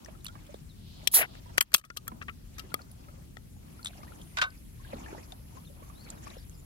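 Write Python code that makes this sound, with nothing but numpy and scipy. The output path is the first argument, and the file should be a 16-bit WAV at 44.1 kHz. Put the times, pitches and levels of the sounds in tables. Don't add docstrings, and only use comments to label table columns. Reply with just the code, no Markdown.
import sys
import numpy as np
from scipy import signal
from scipy.io import wavfile
from scipy.ndimage import uniform_filter1d

SR = 44100
rng = np.random.default_rng(int(sys.argv[2]) if len(sys.argv) > 2 else 0)


def log_audio(samples):
    frames = np.atleast_2d(samples).T
    limited = np.clip(frames, -1, 1)
    pcm = np.round(limited * 32767).astype(np.int16)
    wavfile.write(sys.argv[1], SR, pcm)


N = 293265
PORT_LAG_S = 0.00022



def amp(db):
    return 10 ** (np.asarray(db) / 20)


def rms_one(x):
    return x / np.sqrt(np.mean(x ** 2) + 1e-20)


def in_time(rows, outside=None):
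    s, *columns = np.transpose(rows)
    t = np.arange(N) / SR
    return [np.interp(t, s, column, outside, outside) for column in columns]


def at_hz(points, hz):
    pitch_hz, value = np.array(points).T
    return np.interp(np.log(hz), np.log(pitch_hz), value)


def band(x, low_hz, high_hz):
    edges_hz = [low_hz, min(high_hz, 0.45 * SR)]
    return signal.sosfilt(signal.butter(2, edges_hz, "band", fs=SR, output="sos"), x)


def drift(rate_hz):
    step = 40
    r = np.exp(-2 * np.pi * rate_hz * step / SR)
    noise = rng.standard_normal(N // step + 2002)
    slow = signal.lfilter([1], [1, -2 * r, r * r], noise)[2000:]
    return np.interp(np.arange(N) / step, np.arange(len(slow)), rms_one(slow))


def ring(x, hz, t60_s):
    r = amp(-60 / (t60_s * SR))
    w = 2 * np.pi * hz / SR
    return signal.lfilter([0, np.sin(w)], [1, -2 * r * np.cos(w), r * r], x + 1e-18)


def struck(x, modes, bend=0.04, spread_db=3.5):
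    total = 0
    for hz, db, t60_s in modes:
        strength, detune = rng.standard_normal(2)
        total = total + amp(db + spread_db * strength) * ring(x, hz * (1 + bend * detune), t60_s)
    return rms_one(total)


def burst(t60_s, size=3000):
    t = np.arange(size) / SR
    slips = rng.standard_normal(size) * amp(5 * rng.standard_normal(size))
    swell = 1 - np.exp(-t / 0.0006)
    return slips * amp(-60 * t / max(t60_s, 0.003)) * swell


def plop(hz, t60_s, rise):
    t = np.arange(round(t60_s * SR)) / SR
    tone = np.sin(2 * np.pi * hz * (t + rise * t ** 2 / t60_s))
    swell = 1 - np.exp(-t / (0.16 * t60_s))
    return tone * amp(-60 * t / t60_s) * swell


def add(out, s, sound, db, lean_db, lag_s=0.0):
    sound = sound * amp(db) / np.abs(sound).max()
    for side, sign, delay_s in ((0, 1, max(lag_s, 0)), (1, -1.76, max(-lag_s, 0))):
        at = round((s + delay_s) * SR)
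        part = out[side, at:at + len(sound)]
        part += sound[:len(part)] * amp(min(sign * lean_db, 0))


# pitch_hz, likeness (1 same, 0 unrelated, -1 opposite)
PORT_LIKENESS = [(60, 0.88), (130, 0.85), (290, 0.082), (640, -0.8), (1500, -0.15), (8000, -0.056),
                 (15000, 0.52)]


def coloured(spectrum, patchy_db, rate_hz):
    octaves = np.log2(spectrum[-1][0] / spectrum[0][0])
    edges_hz = spectrum[0][0] * 2 ** np.linspace(0, octaves, int(octaves * 2.5) + 2)
    white = rng.standard_normal((2, 2, N))
    out = 0
    for k, (low_hz, high_hz) in enumerate(zip(edges_hz, edges_hz[1:])):
        shared, opposed = band(white[k % 2], low_hz, high_hz)
        hz = np.sqrt(low_hz * high_hz)
        alike = np.clip(at_hz(PORT_LIKENESS, hz), -1, 1)
        gain = amp(at_hz(spectrum, hz) + patchy_db * drift(rate_hz))
        stereo = np.sqrt(1 + alike) * shared + np.sqrt(1 - alike) * opposed * [[1], [-1]]
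        out = out + gain * stereo
    return rms_one(out)


SLIDE_FROM_S, SLIDE_TO_S, SLIDE_RISE_S, SLIDE_DB = 0.69, 1.4, 0.19, -59


def finger_slide():
    rise = [(SLIDE_FROM_S, SLIDE_DB - 18), (SLIDE_FROM_S + SLIDE_RISE_S, SLIDE_DB), (SLIDE_TO_S, SLIDE_DB)]
    level_db, = in_time(rise, outside=-150)
    return amp(level_db) * rms_one(band(rng.standard_normal((2, N)), 2900, 4700))


LID_OPEN_S = 1.75
SHUT_THUD, OPEN_THUD = 9, 1
HOLLOW_BEND = 0.04
FAR_PORT_LID_DB = -16

# start_s, lid_db, snap_db, hollow_db, push_db, chatter_t60_s (time to fade by 60 dB)
CRACKS = [(1.073, -3.5, -9, -62, -64, 0.021), (1.352, -46, -52.5, -37, -41.5, 0.016),
          (1.576, -22, -23, -24, -42, 0.011), (1.5805, -2.5, -6, 1, -12, 0.0086),
          (1.5847, -13, -34, -35, -32, 0.0062), (1.6069, -30.5, 1, -5, -52, 0.043),
          (1.6091, 3, -2, -19, -50, 0.009), (1.624, -16.5, -10, -22, -43, 0.018),
          (1.718, -33, -36, -29.5, -48, 0.026), (1.7314, -23, -28, -25, -29, 0.016),
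          (1.7403, 3.5, 3.5, -14, -53.5, 0.033), (1.7454, 9.5, 1, 7, -16, 0.009),
          (1.7614, -42, -6, -23, -57.5, 0.016), (1.7683, -15.5, -9, -29, -47, 0.016),
          (1.7788, -15.5, -17, -25, -57, 0.052), (1.795, -26, -25, -32, -70, 0.016),
          (1.8124, -34, -40.5, -32, -70, 0.027), (1.839, -36, -41, -24, -70, 0.04),
          (1.8492, -26.5, -28.5, -31.5, -69, 0.047), (1.901, -23, -50.5, -20, -71, 0.016),
          (1.9647, -37, -34, -31.5, -66, 0.027), (1.9698, -15, -20, -27.5, -67, 0.027),
          (2.0695, -59, -64, -41, -66, 0.014), (2.0786, -26, -20.5, -22, -58.5, 0.013),
          (2.2142, -53, -59, -27, -67, 0.038), (2.2233, -35, -57.5, -34, -56, 0.027),
          (2.2819, -51, -66, -24.5, -69, 0.054), (2.2945, -57, -64, -29, -65, 0.017),
          (2.581, -32, -39, -30.5, -48, 0.081), (2.594, -24, -30.5, -48, -59, 0.027),
          (2.7414, -17, -15.5, -14.5, -57, 0.011), (3.3694, -38.5, -56.5, -39.5, -30.5, 0.0079)]
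# pitch_hz, level_db, t60_s
LID_MODES = [(2773, -3.5, 0.022), (3280, 4, 0.025), (3940, -2, 0.013), (4560, -8, .014), (5590, -5, 0.019),
             (6230, -7.5, 0.023)]
# pitch_hz, level_db, t60_s
HOLLOW_MODES = [(1290, 0, .042), (1850, -7, .015)]


def tab():
    out = np.zeros((2, N))
    for s, lid_db, snap_db, hollow_db, push_db, t60_s in CRACKS:
        chatter = burst(t60_s)

        rattle = 1.27 * rms_one(band(chatter, 2200, 5130))
        add(out, s, struck(chatter, LID_MODES) + rattle, lid_db, 40)
        add(out, s, struck(chatter, LID_MODES) + rattle, lid_db + FAR_PORT_LID_DB, -40, -PORT_LAG_S)

        thud_share = SHUT_THUD if s < LID_OPEN_S else OPEN_THUD
        thud = thud_share * rms_one(band(band(chatter, 1100, 2750), 700, 3000))
        hollow = struck(chatter, HOLLOW_MODES, bend=HOLLOW_BEND) + thud
        add(out, s, hollow, hollow_db, 4.2, -PORT_LAG_S)

        snap = band(chatter, 7500, 14500)
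        add(out, s, snap, snap_db, -1.1, PORT_LAG_S)
        push = band(chatter, 120, 1670)
        add(out, s, push, push_db, 11, -PORT_LAG_S)
    return out


SPUTTER_T60_S = 0.027

# time_s, jet_db, foam_db
GAS_LEVELS = [(1.115, -38, -51), (1.123, -33, -59.5), (1.133, -27, -54.5), (1.14, -18, -26.5),
              (1.146, -9.5, -29.5), (1.208, -26.5, -26), (1.218, -29, -18), (1.245, -55, -29),
              (1.262, -68, -44)]
# (per Hz, relative)
JET_COLOUR = [(2940, -26.5), (5000, -22), (9150, -22), (10500, -8), (12600, -13), (13300, -12.5),
              (14900, -20.5), (16200, -11), (16500, -37)]
# (per Hz, relative)
FOAM_COLOUR = [(150, -31), (250, -20.5), (663, -2.5), (806, -11), (1840, -2), (2360, 9.5), (2870, -16.5),
               (7000, -33.5), (9100, -61), (15400, -120)]
# start_s, peak_db, pitch_hz (at the start)
FOAM_BUBBLES = [(1.15, -25.5, 1750), (1.164, -27, 880), (1.188, -25.5, 703), (1.194, -24, 1900),
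                (1.211, -25, 627.3), (1.215, -32, 1630), (1.232, -23, 1500)]


def gas():
    jet_db, foam_db = in_time(GAS_LEVELS, outside=-150)
    jet = coloured(JET_COLOUR, patchy_db=0.6, rate_hz=110) * amp(jet_db + 1.1 * drift(200))
    foam = coloured(FOAM_COLOUR, patchy_db=4.5, rate_hz=270) * amp(foam_db + 1.17 * drift(170))

    lag = round(PORT_LAG_S * SR)
    left = foam[0] + np.roll(jet[0], lag + 2)
    right_foam = amp(-8) * (1.3 * np.roll(foam[0], lag) + 0.6 * foam[1])
    right = right_foam + 0.81 * jet[0] + 0.6 * jet[1]
    out = np.array([left, right])

    for s, db, hz in FOAM_BUBBLES:
        add(out, s, plop(hz, SPUTTER_T60_S, rise=0.05), db, 4, -PORT_LAG_S)
    return out


GRIT_DB = 1

# start_s, peak_db, scrape_t60_s
PUT_DOWN = [(4.37, -23.5, 0.13), (4.385, -23, 0.049), (4.393, -36, 0.14), (4.4147, -15.5, 0.12),
            (4.421, -17, 0.097), (4.437, -26, 0.07)]
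# pitch_hz, level_db, t60_s
CAN_MODES = [(750, 0.5, 0.032), (1088, -5.5, 0.14), (1257, 2.5, 0.07), (1528, 9, 0.11), (2070, -19, .035),
             (2180, -1, 0.04), (2720, -2, 0.039), (3720, -3, 0.044), (4710, -19, 0.021)]


def knocks():
    out = np.zeros((2, N))
    for s, db, t60_s in PUT_DOWN:
        scrape = band(burst(t60_s, size=9000), 750, 7000)
        wall = struck(scrape, CAN_MODES, bend=0.015, spread_db=2)
        add(out, s, wall + 0.5 * rms_one(band(scrape, 800, 2200)), db, 0.1, PORT_LAG_S)
        for lean_db in (40, -40):
            add(out, s, band(burst(0.49 * t60_s), 1340, 4580), db + GRIT_DB, lean_db)
    return out


SWELL_RISE_DB_PER_S, SWELL_DRAIN_DB_PER_S = 138, 125.5
SPRAY_SWING = 0.57

# start_s, full_level_s (how long it holds), wash_db, spray_db
SWELLS = [(0, 0.14, -58, -67.5), (0.348, 0.22, -63, -63), (1, 0.36, -57, -64.5), (1.49, 0.19, -60.5, -61),
          (2.113, 0.041, -57.5, -79), (2.597, 0.073, -60.5, -63), (2.71, 0.092, -57, -67),
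          (3.01, 0.19, -62, -69.5), (3.67, 0.23, -61, -67.5), (3.984, 0.22, -56.5, -62.5),
          (4.39, 0.054, -54.5, -57.5), (4.94, 0.24, -50.5, -55.5), (5.296, 0.032, -57, -66),
          (5.556, 0.023, -57, -62), (5.794, 0.22, -59, -67), (6.094, 0.083, -53.5, -57),
          (6.24, 0.075, -56, -55.5), (6.504, 0.17, -65, -72.5)]


def swells():
    s, length_s, wash_db, spray_db = np.transpose(SWELLS)[:, :, None]
    t = np.arange(0, N + 100, 100) / SR
    rise_db = SWELL_RISE_DB_PER_S * np.maximum(s - t, 0)
    drain_db = SWELL_DRAIN_DB_PER_S * np.maximum(t - s - length_s, 0)
    loss_db = rise_db + drain_db
    wash = (wash_db - loss_db).max(axis=0)
    spray = (spray_db - SPRAY_SWING * loss_db).max(axis=0)
    return in_time(np.transpose([t, wash, spray]))


BUBBLE_DB = -2.5

# (per Hz, relative)
WASH_COLOUR = [(150, -51), (250, 8.5), (384, -8), (775, -3), (1130, -8.5), (1800, -31), (2340, -68),
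               (3960, -120)]
# (per Hz, relative)
SPRAY_COLOUR = [(1200, -13), (1700, -5.5), (2600, -3), (4000, -10), (7500, -9.5)]
# start_s, peak_db, pitch_hz (at the start), t60_s, lean_db
BIG_PLOPS = [(0.084, -36.5, 594, 0.027, -31), (0.149, -51, 1270, 0.033, 12), (0.283, -45, 1340, 0.067, -2),
             (0.353, -39.5, 1110, 0.024, -8), (0.491, -42.5, 570, 0.058, -6), (0.543, -30.5, 513, 0.01, -6),
             (1.459, -46.5, 948, 0.046, -9), (1.495, -46.5, 888, 0.037, -7),
             (2.117, -38.5, 970, 0.03, -5.5), (2.121, -42.5, 213.4, 0.071, 0),
             (2.64, -45.5, 358, 0.052, -11), (2.717, -42, 1350, 0.038, 19), (2.79, -42.5, 1350, 0.037, 6.5),
             (2.793, -53, 744, 0.047, -2), (2.809, -49, 1167, 0.028, -11), (3.084, -45, 1250, 0.027, 1.5),
             (3.14, -50, 500, 0.021, -8), (3.564, -52.5, 800, 0.022, -1), (3.791, -45, 1326, 0.04, 8.5),
             (3.99, -45.5, 564, 0.025, -2), (4.015, -54, 2030, 0.021, 1), (4.031, -41.5, 1150, .03, 3),
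             (4.077, -50, 1810, 0.024, -0.5), (4.119, -42, 1340, 0.018, 16),
             (4.795, -52.5, 1046, 0.069, 12), (4.846, -46, 1570, 0.034, 2.5), (4.93, -31, 545, .032, -0.5),
             (4.933, -36, 216.5, 0.078, 0), (4.959, -41.5, 392, .028, 3), (4.961, -43, 217, .1, 0),
             (5.06, -39, 1700, 0.024, 2.5), (5.08, -46, 1640, 0.027, -4), (5.128, -35, 365, 0.018, 0),
             (5.152, -49, 375, 0.06, 3), (5.179, -45.5, 485, .04, -5), (5.18, -48, 1860, 0.023, -3),
             (5.324, -42, 706, 0.033, -8), (5.568, -43, 1020, 0.06, 6), (5.697, -49.5, 550, 0.068, -8),
             (5.822, -44, 515, 0.016, 0.5), (5.825, -47, 1090, 0.047, -10), (5.858, -55, 1120, .062, -18),
             (5.898, -43.5, 1125, .035, -11), (6.268, -36, 1105, 0.033, 6), (6.367, -39.5, 494, 0.021, 3)]


def water():
    wash_db, spray_db = swells()
    clumps_db = 3.63 * drift(6)
    wash = amp(wash_db) * coloured(WASH_COLOUR, patchy_db=0.4, rate_hz=19)
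    spray = amp(spray_db) * coloured(SPRAY_COLOUR, patchy_db=5.5, rate_hz=23.5)
    out = wash + spray

    for when, pitch, size, side in rng.random((1100, 4)):
        hz = 480 * 7 ** pitch
        at = int(when * N)
        swell_db = (1 - pitch) * wash_db[at] + pitch * spray_db[at] + clumps_db[at]
        db = swell_db + BUBBLE_DB - 3.1 * np.log(size + 0.05)
        add(out, when * N / SR, plop(hz, 15.5 / hz, rise=0.17), db, 8 * (side - 0.5), 0.0006 * side)

    for s, db, hz, t60_s, lean_db in BIG_PLOPS:
        splash = band(burst(1.5 * t60_s), 0.22 * hz, 1.45 * hz)
        add(out, s, plop(hz, max(t60_s, 0.005), rise=0.089), db, lean_db, 2 * PORT_LAG_S)
        add(out, s, splash, db - 2.5, lean_db, 2 * PORT_LAG_S)
    return out


TICK_T60_S = 0.022
FAINT_TICK_DB = -54
FAINT_TICK_HZ = 2400

# start_s, peak_db, pitch_hz, lean_db
LOUD_TICKS = [(0.0465, -35.5, 5890, 3), (0.0585, -33.5, 1860, 20), (0.2451, -24, 11500, -4.5),
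              (0.2545, -28.5, 3100, -21), (0.2647, -25.5, 4010, 1.5), (0.282, -34, 3570, -6),
              (0.465, -48, 3390, -4), (0.5413, -41, 3700, 1), (2.816, -42.5, 4840, 2),
              (2.9133, -38, 11500, 0.5), (3.8288, -37.5, 4740, 1.5), (3.8458, -25.5, 7650, 0.5),
              (3.8573, -21.5, 3700, 4), (3.8682, -26, 3790, 1), (3.8778, -33, 3800, -11),
              (3.884, -38, 3830, 3), (4.2142, -41, 3500, -0.5), (4.503, -42, 4760, 4),
              (5.3202, -31, 3820, 11), (6.101, -28, 7230, -3), (6.277, -36.5, 2530, 15),
              (6.3004, -39.5, 3970, 8), (6.4952, -39, 7000, -6)]


def ticks():
    out = np.zeros((2, N))
    faint = []
    for when, size, pitch, side in rng.random((12, 4)):
        db = FAINT_TICK_DB + 8 * (size - 0.5)
        hz = FAINT_TICK_HZ * 2 ** (1.5 * pitch)
        faint.append((when * N / SR, db, hz, 8 * (side - 0.5)))
    for s, db, hz, lean_db in LOUD_TICKS + faint:
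        snap = burst(TICK_T60_S)
        pitched = band(snap, 0.877 * hz, 1.041 * hz)
        add(out, s, pitched + 0.19 * band(snap, 1170, 8900), db, lean_db, PORT_LAG_S)
    return out


WHISTLE_SWELL = 0.43

# start_s, length_s, first_hz, middle_hz, last_hz,
# level_db (rms at the top of the swell, before the waver, echo and left-right balance)
WHISTLES = [(.69, 0.035, 4350, 3820, 3600, -65), (3.5, 0.11, 7100, 7020, 6830, -75),
            (4.13, 0.073, 9600, 9750, 10300, -72), (4.21, .042, 9850, 9500, 8800, -65),
            (4.25, 0.062, 8750, 9450, 9400, -67), (4.3, 0.042, 9200, 9300, 8300, -65.5),
            (5.648, 0.035, 4440, 3860, 3540, -64), (5.95, 0.078, 3600, 4080, 4340, -62.5),
            (6.005, .07, 4450, 4560, 3700, -62), (6.165, .025, 4240, 3900, 3520, -69),
            (6.37, .03, 5800, 5340, 5100, -67), (6.4, 0.021, 4600, 4700, 5100, -64),
            (6.52, 0.052, 5470, 5060, 4550, -68.5), (6.55, 0.063, 7300, 7170, 7140, -66.5)]


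def birds():
    notes = np.zeros(N)
    for s, length_s, first_hz, middle_hz, last_hz, db in WHISTLES:
        u = np.linspace(0, 1, round(length_s * SR))
        bend = np.polyfit([0, 0.5, 1], [first_hz, middle_hz, last_hz], deg=2)
        tone = np.sin(2 * np.pi * np.cumsum(np.polyval(bend, u)) / SR)
        swell = np.abs(np.sin(np.pi * u)) ** WHISTLE_SWELL
        at = round(s * SR)
        notes[at:at + len(u)] += np.sqrt(2) * amp(db) * swell * tone
    notes = notes * amp(4.5 * drift(80))
    echoes = 0.3 * np.roll(notes, round(0.006 * SR)) + 0.15 * np.roll(notes, round(0.014 * SR))
    return (notes + echoes) * amp([[1.5], [-1.5]])


AIR_DB = -48

# (per Hz, relative)
AIR_COLOUR = [(16, -38), (28, 2), (75, 0), (146, -5.5), (172, -3.5), (213, -9), (383, -22), (900, -32.5),
              (1080, -33), (1420, -33), (1620, -36), (3150, -35.5), (12000, -36.5), (15200, -41.5),
              (16500, -58)]


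def air():
    return amp(AIR_DB) * coloured(AIR_COLOUR, patchy_db=1.5, rate_hz=13.2) * amp([[1.1], [-1.1]])


TOP_HISS_FROM_S, TOP_HISS_RISE_S, TOP_HISS_DB = 3.48, 0.25, -65


def top_hiss():
    level_db, = in_time([(TOP_HISS_FROM_S, TOP_HISS_DB - 22), (TOP_HISS_FROM_S + TOP_HISS_RISE_S, TOP_HISS_DB)])
    return amp(level_db) * rms_one(band(rng.standard_normal((2, N)), 10270, 11960))


def scene():
    can = tab() + finger_slide() + gas() + knocks()
    shore = water() + ticks() + birds()
    return can + shore + air() + top_hiss()


DUCK_FROM_DB = -26
DUCK_SHARE = 0.98
ATTACK_S, RELEASE_DB_PER_S = 0.025, 80
CEILING = 0.82
RUMBLE_CUT_HZ, TOP_CUT_HZ = 36, 17100


def record(dry):
    power = uniform_filter1d((band(dry, 100, 3600) ** 2).max(axis=0), size=350, origin=174)
    level_db = 10 * np.log10(np.abs(power) + 1e-12)
    over_db = DUCK_SHARE * np.maximum(level_db - DUCK_FROM_DB, 0)

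    ramp = RELEASE_DB_PER_S * np.arange(N) / SR
    held_db = np.maximum.accumulate(over_db + ramp) - ramp
    r = np.exp(-1 / (ATTACK_S * SR))
    duck_db = signal.lfilter([1 - r], [1, -r], held_db)

    rounded = CEILING * np.tanh(dry * amp(-duck_db) / CEILING)
    no_rumble = signal.sosfilt(signal.butter(8, RUMBLE_CUT_HZ, "high", fs=SR, output="sos"), rounded)
    return signal.sosfilt(signal.cheby2(12, 70, TOP_CUT_HZ, fs=SR, output="sos"), no_rumble)


dry = scene()
out = record(dry)
log_audio(out)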